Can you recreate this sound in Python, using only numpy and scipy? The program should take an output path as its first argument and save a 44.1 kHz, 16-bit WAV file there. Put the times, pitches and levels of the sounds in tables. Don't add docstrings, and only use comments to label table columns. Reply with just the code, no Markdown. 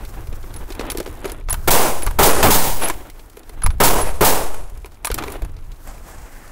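import sys
import numpy as np
from scipy import signal
from scipy.fft import rfft, irfft, next_fast_len
from scipy.io import wavfile
from scipy.ndimage import uniform_filter1d

SR = 44100
rng = np.random.default_rng(int(sys.argv[2]) if len(sys.argv) > 2 else 0)


def generate_wav(sig):
    pcm = np.round(np.clip(np.atleast_2d(sig).T, -1, 1) * 32767).astype(np.int16)
    wavfile.write(sys.argv[1], SR, pcm)


N = 287424

# pitch_hz, width_hz, level_db
DECK_MODES = [(316, 87, -8), (406, 34, 7.5), (521, 12.5, -4), (704, 60, -7), (974, 104, -0.5),
              (1256, 17, 1), (1376, 17, -24), (2220, 48, -9), (2740, 47, -50)]
# pitch_hz, width_hz, level_db
HOUSING_MODES = [(2070, 87, -18), (2370, 230, 1.5), (3400, 1400, -10.5), (3860, 140, -4.5),
                 (4650, 1600, -11)]
# time_s, dull_rub_db, gritty_hiss_db
RUB_LEVELS = [(0.0, -48, -44.5), (0.346, -47.5, -47.5), (0.674, -42.5, -46), (0.892, -35.5, -51),
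              (1.05, -46, -50), (1.178, -41, -49), (1.308, -35, -65), (1.45, -56, -63),
              (1.62, -49.5, -41.5), (3.02, -42.5, -62), (3.152, -52.5, -52.5), (3.7, -50, -53.5),
              (4.676, -53.5, -61), (4.89, -54, -51), (5.098, -46.5, -71), (5.218, -32, -37.5),
              (5.418, -44.5, -50), (5.53, -52.5, -65), (5.8, -53.5, -50)]


def undb(db):
    return np.exp(np.asarray(db) * np.log(10) / 20)


def unit(x):
    return x / np.sqrt(np.mean(x ** 2))


def noise(colour, grain_db=0.):
    hz, db = np.transpose(colour)
    size = next_fast_len(N)
    grains = rng.standard_normal(size) * undb(grain_db * rng.exponential(size=size))
    f = np.maximum(np.fft.rfftfreq(size, 1 / SR), 1)
    spectrum_gain = undb(np.interp(np.log(f), np.log(hz), db))
    return unit(irfft(rfft(grains) * spectrum_gain, size)[:N])


def resonate(x, modes):
    total = 0
    for hz, width, db in modes:
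        total = total + undb(db) * signal.lfilter(*signal.iirpeak(hz, hz / width, fs=SR), x)
    return unit(total)


def fade(s, t60, rise=0.0011):
    t = np.maximum(np.arange(N) / SR - s, 0)
    return (1 - np.exp(-t / rise)) * undb(-60 * t / max(t60, .004))


def flutter(rate, db):
    k = int(SR / rate)
    targets = rng.standard_normal(N // k + 1)
    return undb(db * uniform_filter1d(np.repeat(targets, k)[:N], k))


def read(table):
    s, *columns = np.transpose(table)
    return [np.interp(np.arange(N) / SR, s, column) for column in columns]


def add(out, s, piece):
    i = int(s * SR)
    out[i:i + len(piece)] += piece[:N - i]


def burst(t60):
    front_s = .0018
    t = np.arange(SR // 8) / SR
    decay = undb(-60 * t / np.clip(t60, .004, .12))
    return rng.standard_normal(len(t)) * decay * np.minimum(t / front_s, 1)


def crack(hz, t60, spread=0.56):
    band = signal.lfilter(*signal.iirpeak(hz, 1 / spread, fs=SR), burst(t60))
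    return band / np.abs(band).max()


def strike(body, hz, t60, focus_db):
    scatter_db, detune, damping, widen_hz = 2.5, .05, .12, 40
    modes = []
    for f, width, db in body:
        mode_hz = f * (1 + detune * rng.standard_normal())
        mode_width = width + widen_hz + damping * f
        off_focus_db = focus_db * abs(np.log2(f / hz))
        mode_db = db + scatter_db * rng.standard_normal() - off_focus_db
        modes.append((mode_hz, mode_width, mode_db))
    ring = resonate(burst(t60), modes)
    return ring / np.abs(ring).max()


def rumble():
    # time_s, level_db
    rumble_levels = [(0.0, -28.5), (1.34, -31), (1.5, -26), (2.07, -31), (2.34, -18), (2.69, -26.5),
                     (3.41, -44.5), (3.83, -20.5), (5.01, -37.5), (5.28, -29), (6.17, -37.5), (6.52, -39.5)]
    # time_s, level_db
    thumps = [(.28, -18), (.49, -19), (.91, -29), (1.09, -26), (1.4, -47), (1.512, -12), (2.061, -7),
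              (2.158, -12), (2.88, -40), (3.646, 2), (4.0, -32), (4.708, -26), (5.1, -9.5), (5.417, -7.5),
              (5.68, -26)]
    # pitch_hz, width_hz, level_db
    joists = [(23.5, 14, 29.5), (31.5, 4.7, 13), (42.6, 6.8, 0.5), (66, 14, -18.5), (140, 120, -6)]
    rumble_db, = read(rumble_levels)
    weight = undb(rumble_db) * flutter(12, db=2.5)
    for s, db in thumps:
        weight = weight + undb(db) * fade(s, t60=0.18, rise=.015)
    low_pass = signal.butter(3, 120, fs=SR, output="sos")
    push = signal.sosfilt(low_pass, rng.standard_normal(N))
    return weight * resonate(push, joists)


def rubbing():
    # pitch_hz, level_db
    dull_colour = [(59, -56), (100, -24), (269, -1), (309, 1), (468, -6.5), (767, -7), (1710, -15),
                   (4000, -25.5), (5200, -59), (8800, -120)]
    # pitch_hz, level_db
    grit_colour = [(1470, 6), (2500, -7), (3830, -8.5), (4730, -4), (10200, -4), (12800, -1), (15000, -5),
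                   (16000, 1)]
    rub_db, grit_db = read(RUB_LEVELS)
    rub = undb(rub_db) * flutter(60, db=4.25) * noise(dull_colour, grain_db=2.5)
    grit = undb(grit_db) * flutter(38, db=3.5) * noise(grit_colour, grain_db=2.5)
    return rub + grit


def granules(count=300):
    loose_db = -52.5
    out = np.zeros(N)
    for when, pitch, size in rng.random((count, 3)):
        gain = undb(loose_db - 4 * np.log(1.01 - size))
        add(out, when * N / SR, gain * crack(2500 * 5 ** pitch, t60=0.033, spread=1.0))
    return out


def sweep():
    # time_s, friction_db, swish_db
    sweep_levels = [(5.8, -82, -78), (5.876, -38.5, -73), (5.99, -51.5, -62), (6.1, -43, -59.5),
                    (6.3, -48.5, -53.5), (6.42, -50, -53), (6.518, -43.5, -50.5)]
    # pitch_hz, level_db
    fabric_colour = [(88, -42), (150, -2), (303, -4.5), (398, -23), (439, -6.5), (774, -2), (1240, -7.5),
                     (1690, -10.5), (3770, -23), (7920, -15.5), (14800, -32), (16000, -35)]
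    # pitch_hz, width_hz, level_db
    swish_band = [(1790, 850, 0)]
    s, *columns = np.transpose(sweep_levels)
    friction_db, swish_db = (np.interp(np.arange(N) / SR, s, db, left=-120) for db in columns)
    fabric = noise(fabric_colour, grain_db=1.0)
    swish = resonate(resonate(rng.standard_normal(N), swish_band), swish_band)
    return flutter(55, db=2.0) * (undb(friction_db) * fabric + undb(swish_db) * swish)


def drag():
    # start_s, full_s, lift_s, level_db (before the press curve and mix)
    drags = [(1.215, 1.258, 1.33, -38), (2.786, 2.847, 2.915, -16.5), (4.007, 4.072, 4.11, -24.5),
             (5.257, 5.3, 5.37, -35)]
    # pitch_hz, level_db
    crackle_colour = [(88, -33), (150, -8.5), (745, 0), (1140, -7.5), (2600, -11), (4950, -23),
                      (8730, -22.5), (10400, -10.5), (16000, -35)]
    t = np.arange(N) / SR
    press = 0
    for start, full, lift, db in drags:
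        times = [start, full, lift, lift + 0.0013, lift + 0.07]
        press = press + undb(db) * np.interp(t, times, [0.0039, 0.94, 0.38, 0.1, 0.0041])
    slips = flutter(110, db=4) * noise(crackle_colour, grain_db=2.5)
    jolts = noise(crackle_colour, grain_db=6.5)
    body = flutter(90, db=9) * resonate(jolts, DECK_MODES + HOUSING_MODES)
    return press * (0.78 * slips + .5 * body)


def rings():
    # time_s, level_db, free_for_s
    ring_strokes = [(0.5397, -41, 0.022), (0.5621, -30, 0.013), (0.9058, -23, 0.015), (1.5032, -11, 0.026),
                    (2.03, -18, 0.0093), (2.8225, -19, 0.027), (2.8434, -13, 0.017), (3.6348, -11.5, 0.028),
                    (3.7044, -38, 0.031), (4.012, -15.5, 0.05), (5.0504, -21.5, 0.029)]
    ring_hz, ring_t60_s = 10700, 0.12
    t = np.arange(N) / SR
    swell = 0
    for s, db, free in ring_strokes:
        choke = np.clip((s + free - t) / 0.002 + 1, .2, 1)
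        swell = swell + undb(db) * fade(s, ring_t60_s) * choke
    return swell * np.sin(2 * np.pi * ring_hz * t) * flutter(120, db=0.5)


def rattle():
    # start_s, end_s, loudest_peak_db (each tick falls up to 6 dB below it)
    rattles = [(1.031, 1.23, -33.5), (1.27, 1.425, -42)]
    mean_gap_s = .016
    out = np.zeros(N)
    for start, end, db in rattles:
        gaps, sizes = rng.random((16, 2)).T
        times = start + np.cumsum(mean_gap_s * (.5 + gaps))
        for s, size in zip(times, sizes):
            if s < end:
                add(out, s, undb(db - 6 * size) * crack(10000, t60=0.011))
    return out


def knock(peaks_db, thud_hz):
    tick_db, clack_db, thud_db = peaks_db
    tick = undb(tick_db) * crack(10770, t60=0.017)
    clack = undb(clack_db) * strike(HOUSING_MODES, 3000, t60=0.04, focus_db=20.0)
    thud = undb(thud_db) * strike(DECK_MODES, thud_hz, t60=.036, focus_db=22)
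    return tick + clack + thud


def knocks(count=45):
    # time_s, tick_peak_db, clack_peak_db, thud_peak_db, thud_hz
    clear_knocks = [(0.0498, -29.5, -32, -38, 320), (0.2702, -36, -36.5, -33, 433),
                    (0.3264, -41, -35, -29, 300), (0.5392, -29, -30, -55, 304),
                    (0.5616, -29, -33, -48, 355), (0.7028, -50, -27, -23.5, 433),
                    (0.721, -29.5, -27, -42, 390), (0.7497, -29.5, -32, -34, 355),
                    (0.7934, -41, -20.5, -13.5, 422), (0.809, -35, -28, -14.5, 423),
                    (0.8508, -92, -49, -25.5, 1040), (0.9, -14, -17.5, -19, 870),
                    (0.9173, -14, -30, -21, 715), (0.948, -43, -45, -18.5, 366),
                    (0.972, -15.5, -23, -32, 301), (0.9823, -22.5, -27, -17.5, 368),
                    (1.0003, -20.5, -29, -14, 420), (1.0273, -33, -36, -37, 374),
                    (1.0603, -53, -52, -21, 560), (1.074, -44, -57, -19.5, 396),
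                    (1.2434, -35, -51, -17.5, 433), (1.2552, -22, -41, -12, 353),
                    (1.2764, -35, -30, -30, 363), (1.2964, -27, -26, -23, 509),
                    (1.3177, -18.5, -37, -26, 476), (1.4859, -57, -42, -15.5, 969),
                    (1.4966, -17, -40, -24, 1350), (1.505, -21, -23, -18, 1060),
                    (1.527, -6.5, -43, -17.5, 685), (1.5405, -20, -43, -18, 950),
                    (2.0214, -17, -20.5, -30, 307), (2.0298, -20.5, -39, -19, 303),
                    (2.0634, -12, -42, -11.5, 783), (2.0723, -43, -37, -13.5, 1063),
                    (2.1092, -25, -45, -22, 1010), (2.8348, -18, -17, -23, 511),
                    (2.8545, -42, -34, -25, 850), (2.8842, -11, -20, -26, 436),
                    (2.8984, -14.5, -25, -11, 620), (3.0987, -31, -33.5, -61, 420),
                    (3.1938, -51, -36, -38, 440), (3.2976, -37, -51, -46, 331),
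                    (3.3694, -33, -45, -30, 342), (3.3923, -33.5, -47, -43, 328),
                    (3.4934, -30, -36, -31, 307), (3.6192, -34, -33, -21, 1270),
                    (3.6361, -24, -31, -18, 1120), (3.6491, -26, -34, -14, 982),
                    (3.6618, -6, -17, -8, 1280), (3.7036, -49, -48, -23, 970),
                    (4.5434, -22.5, -37, -22, 1020), (4.774, -37.5, -42, -56, 384),
                    (4.8577, -33, -34.5, -32, 832), (4.918, -44, -46, -44, 832),
                    (5.0462, -14, -13.5, -14.5, 915), (5.0528, -9, -30, -22, 980),
                    (5.0698, -9, -26, -14.5, 1210), (5.1008, -37.5, -25, -15, 380),
                    (5.114, -16.5, -18.5, -19, 1390), (5.142, -10, -19.5, -26, 382),
                    (5.1784, -25, -35, -20, 972), (5.1842, -23, -19, -16, 1150),
                    (5.223, -34, -34, -22, 1350), (5.2364, -32, -36, -15, 540),
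                    (5.2764, -41, -40, -22, 540), (5.3009, -27, -43, -28, 770),
                    (5.3204, -23, -45, -37, 861), (5.3394, -39, -46, -30, 864),
                    (5.3644, -48, -50, -32, 339), (5.4196, -31, -57, -22, 431),
                    (5.4475, -31, -50, -29.5, 789), (5.565, -47, -40, -41, 347),
                    (5.5874, -56, -53, -39, 650), (5.659, -49, -59, -46, 864),
                    (5.7164, -44, -36.5, -52, 301), (5.8724, -32, -51, -38, 336)]
    taps_over_rub_db, taps_scatter_db = 7, 3
    wash_db, wash_t60_s = -39, .12
    out = np.zeros(N)
    rub_db = read(RUB_LEVELS)[0]
    for s, tick_db, clack_db, thud_db, thud_hz in clear_knocks:
        add(out, s, knock((tick_db, clack_db, thud_db), thud_hz))
    for when, pitch, *size in rng.random((count, 5)):
        scatter = taps_scatter_db * np.log(np.array(size) + .01)
        db = rub_db[int(when * N)] + taps_over_rub_db + scatter
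        tap = knock(db - np.array([0, 6., 4.]), 330 * 2.5 ** pitch)
        add(out, when * N / SR, tap)
    t = np.arange(SR // 4) / SR
    wash = rng.standard_normal(len(t)) * undb(-60 * t / wash_t60_s)
    return out + undb(wash_db) * signal.fftconvolve(out, wash)[:N]


def lurch():
    # time_s, dip_depth, rebound_height, rebound_s
    lurches = [(1.682, .45, .55, .16), (2.190, .4, .4, .1), (2.236, .5, .6, .13), (2.422, .5, .4, .1),
               (2.516, .55, .55, .12), (3.806, .5, .5, .16), (4.214, .3, .4, .17)]
    dip_s, sag, sag_s = .034, .3, .35
    t = np.arange(N) / SR
    rest = np.zeros(N)
    for s, dip, rebound, back_s in lurches:
        after = np.maximum(t - s - dip_s, 0)
        swing = (rebound + sag) * np.exp(-(after / back_s) ** 4)
        swing = swing - sag * np.exp(-(after / sag_s) ** 4)
        pushed = np.where(after > 0, swing, -dip)
        rest = np.where(t >= s, pushed, rest)
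    return uniform_filter1d(rest, int(0.029 * SR))


def nailer():
    # time_s, blow_db, blow_length_s, share_left_after, vent_delay_s, vent_db, vent_t60_s, echo_db
    shots = [(1.675, -3.5, 0.015, 0.064, 0.029, -3, 0.53, -2.5),
             (2.187, -3, 0.039, 0.42, 0.04, 0.5, 0.28, -1.5),
             (2.427, 0.5, 0.016, 0.7, 0.076, -3.5, 0.73, -10),
             (3.801, -2.5, 0.02, 0.77, 0.033, 0, 0.32, -6), (4.208, -5, 0.038, 0.45, 0.038, -1.5, 0.35, -8)]
    # pitch_hz, level_db
    blow_colour = [(35, -61), (60, -1), (130, -2.5), (262, -8.5), (822, -5.5), (1620, -15.5), (5090, -26),
                   (13000, -22.5), (16000, -19.5)]
    # pitch_hz, level_db
    vent_colour = [(35, -44), (60, -26), (136, -2.5), (448, -24), (903, -2), (1170, -17), (2970, -18),
                   (13300, -15.5), (16000, -12)]
    # pitch_hz, level_db
    echo_colour = [(35, -42), (60, -22), (172, -7.5), (427, 1.5), (903, 0), (1580, -10), (4320, -20),
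                   (10800, -14.5), (16000, -32)]
    t = np.arange(N) / SR
    blow, vent, echo = 0, 0, 0
    for s, blow_db, length, left, delay, vent_db, vent_t60, echo_db in shots:
        stop = np.clip((s + length - t) / 0.016 + 1, left, 1)
        blow = blow + undb(blow_db) * fade(s, t60=0.49, rise=0.0016) * stop
        vent = vent + undb(vent_db) * fade(s + delay, vent_t60, rise=0.0027)
        echo = echo + undb(echo_db) * fade(s + delay, t60=.66, rise=0.029)
    boards = resonate(rng.standard_normal(N), DECK_MODES)
    shaken = (0.47 * blow + 0.18 * echo) * flutter(90, db=0) * boards
    driver = blow * flutter(250, db=-1.0) * noise(blow_colour)
    air = vent * flutter(150, db=-0.5) * noise(vent_colour)
    echoes = echo * flutter(60, db=1.0) * noise(echo_colour)
    return shaken + driver + air + echoes


def scene():
    roof = rumble() + rubbing() + granules()
    handling = sweep() + drag() + rings() + rattle() + knocks()
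    return (roof + handling + lurch() + nailer())[None]


def record(dry):
    rail, top_hz = 0.53, 15700
    rounded = rail * np.tanh(dry / rail)
    low_pass = signal.ellip(12, .2, 75, top_hz, fs=SR, output="sos")
    return signal.sosfilt(low_pass, rounded)


dry = scene()
out = record(dry)
generate_wav(out)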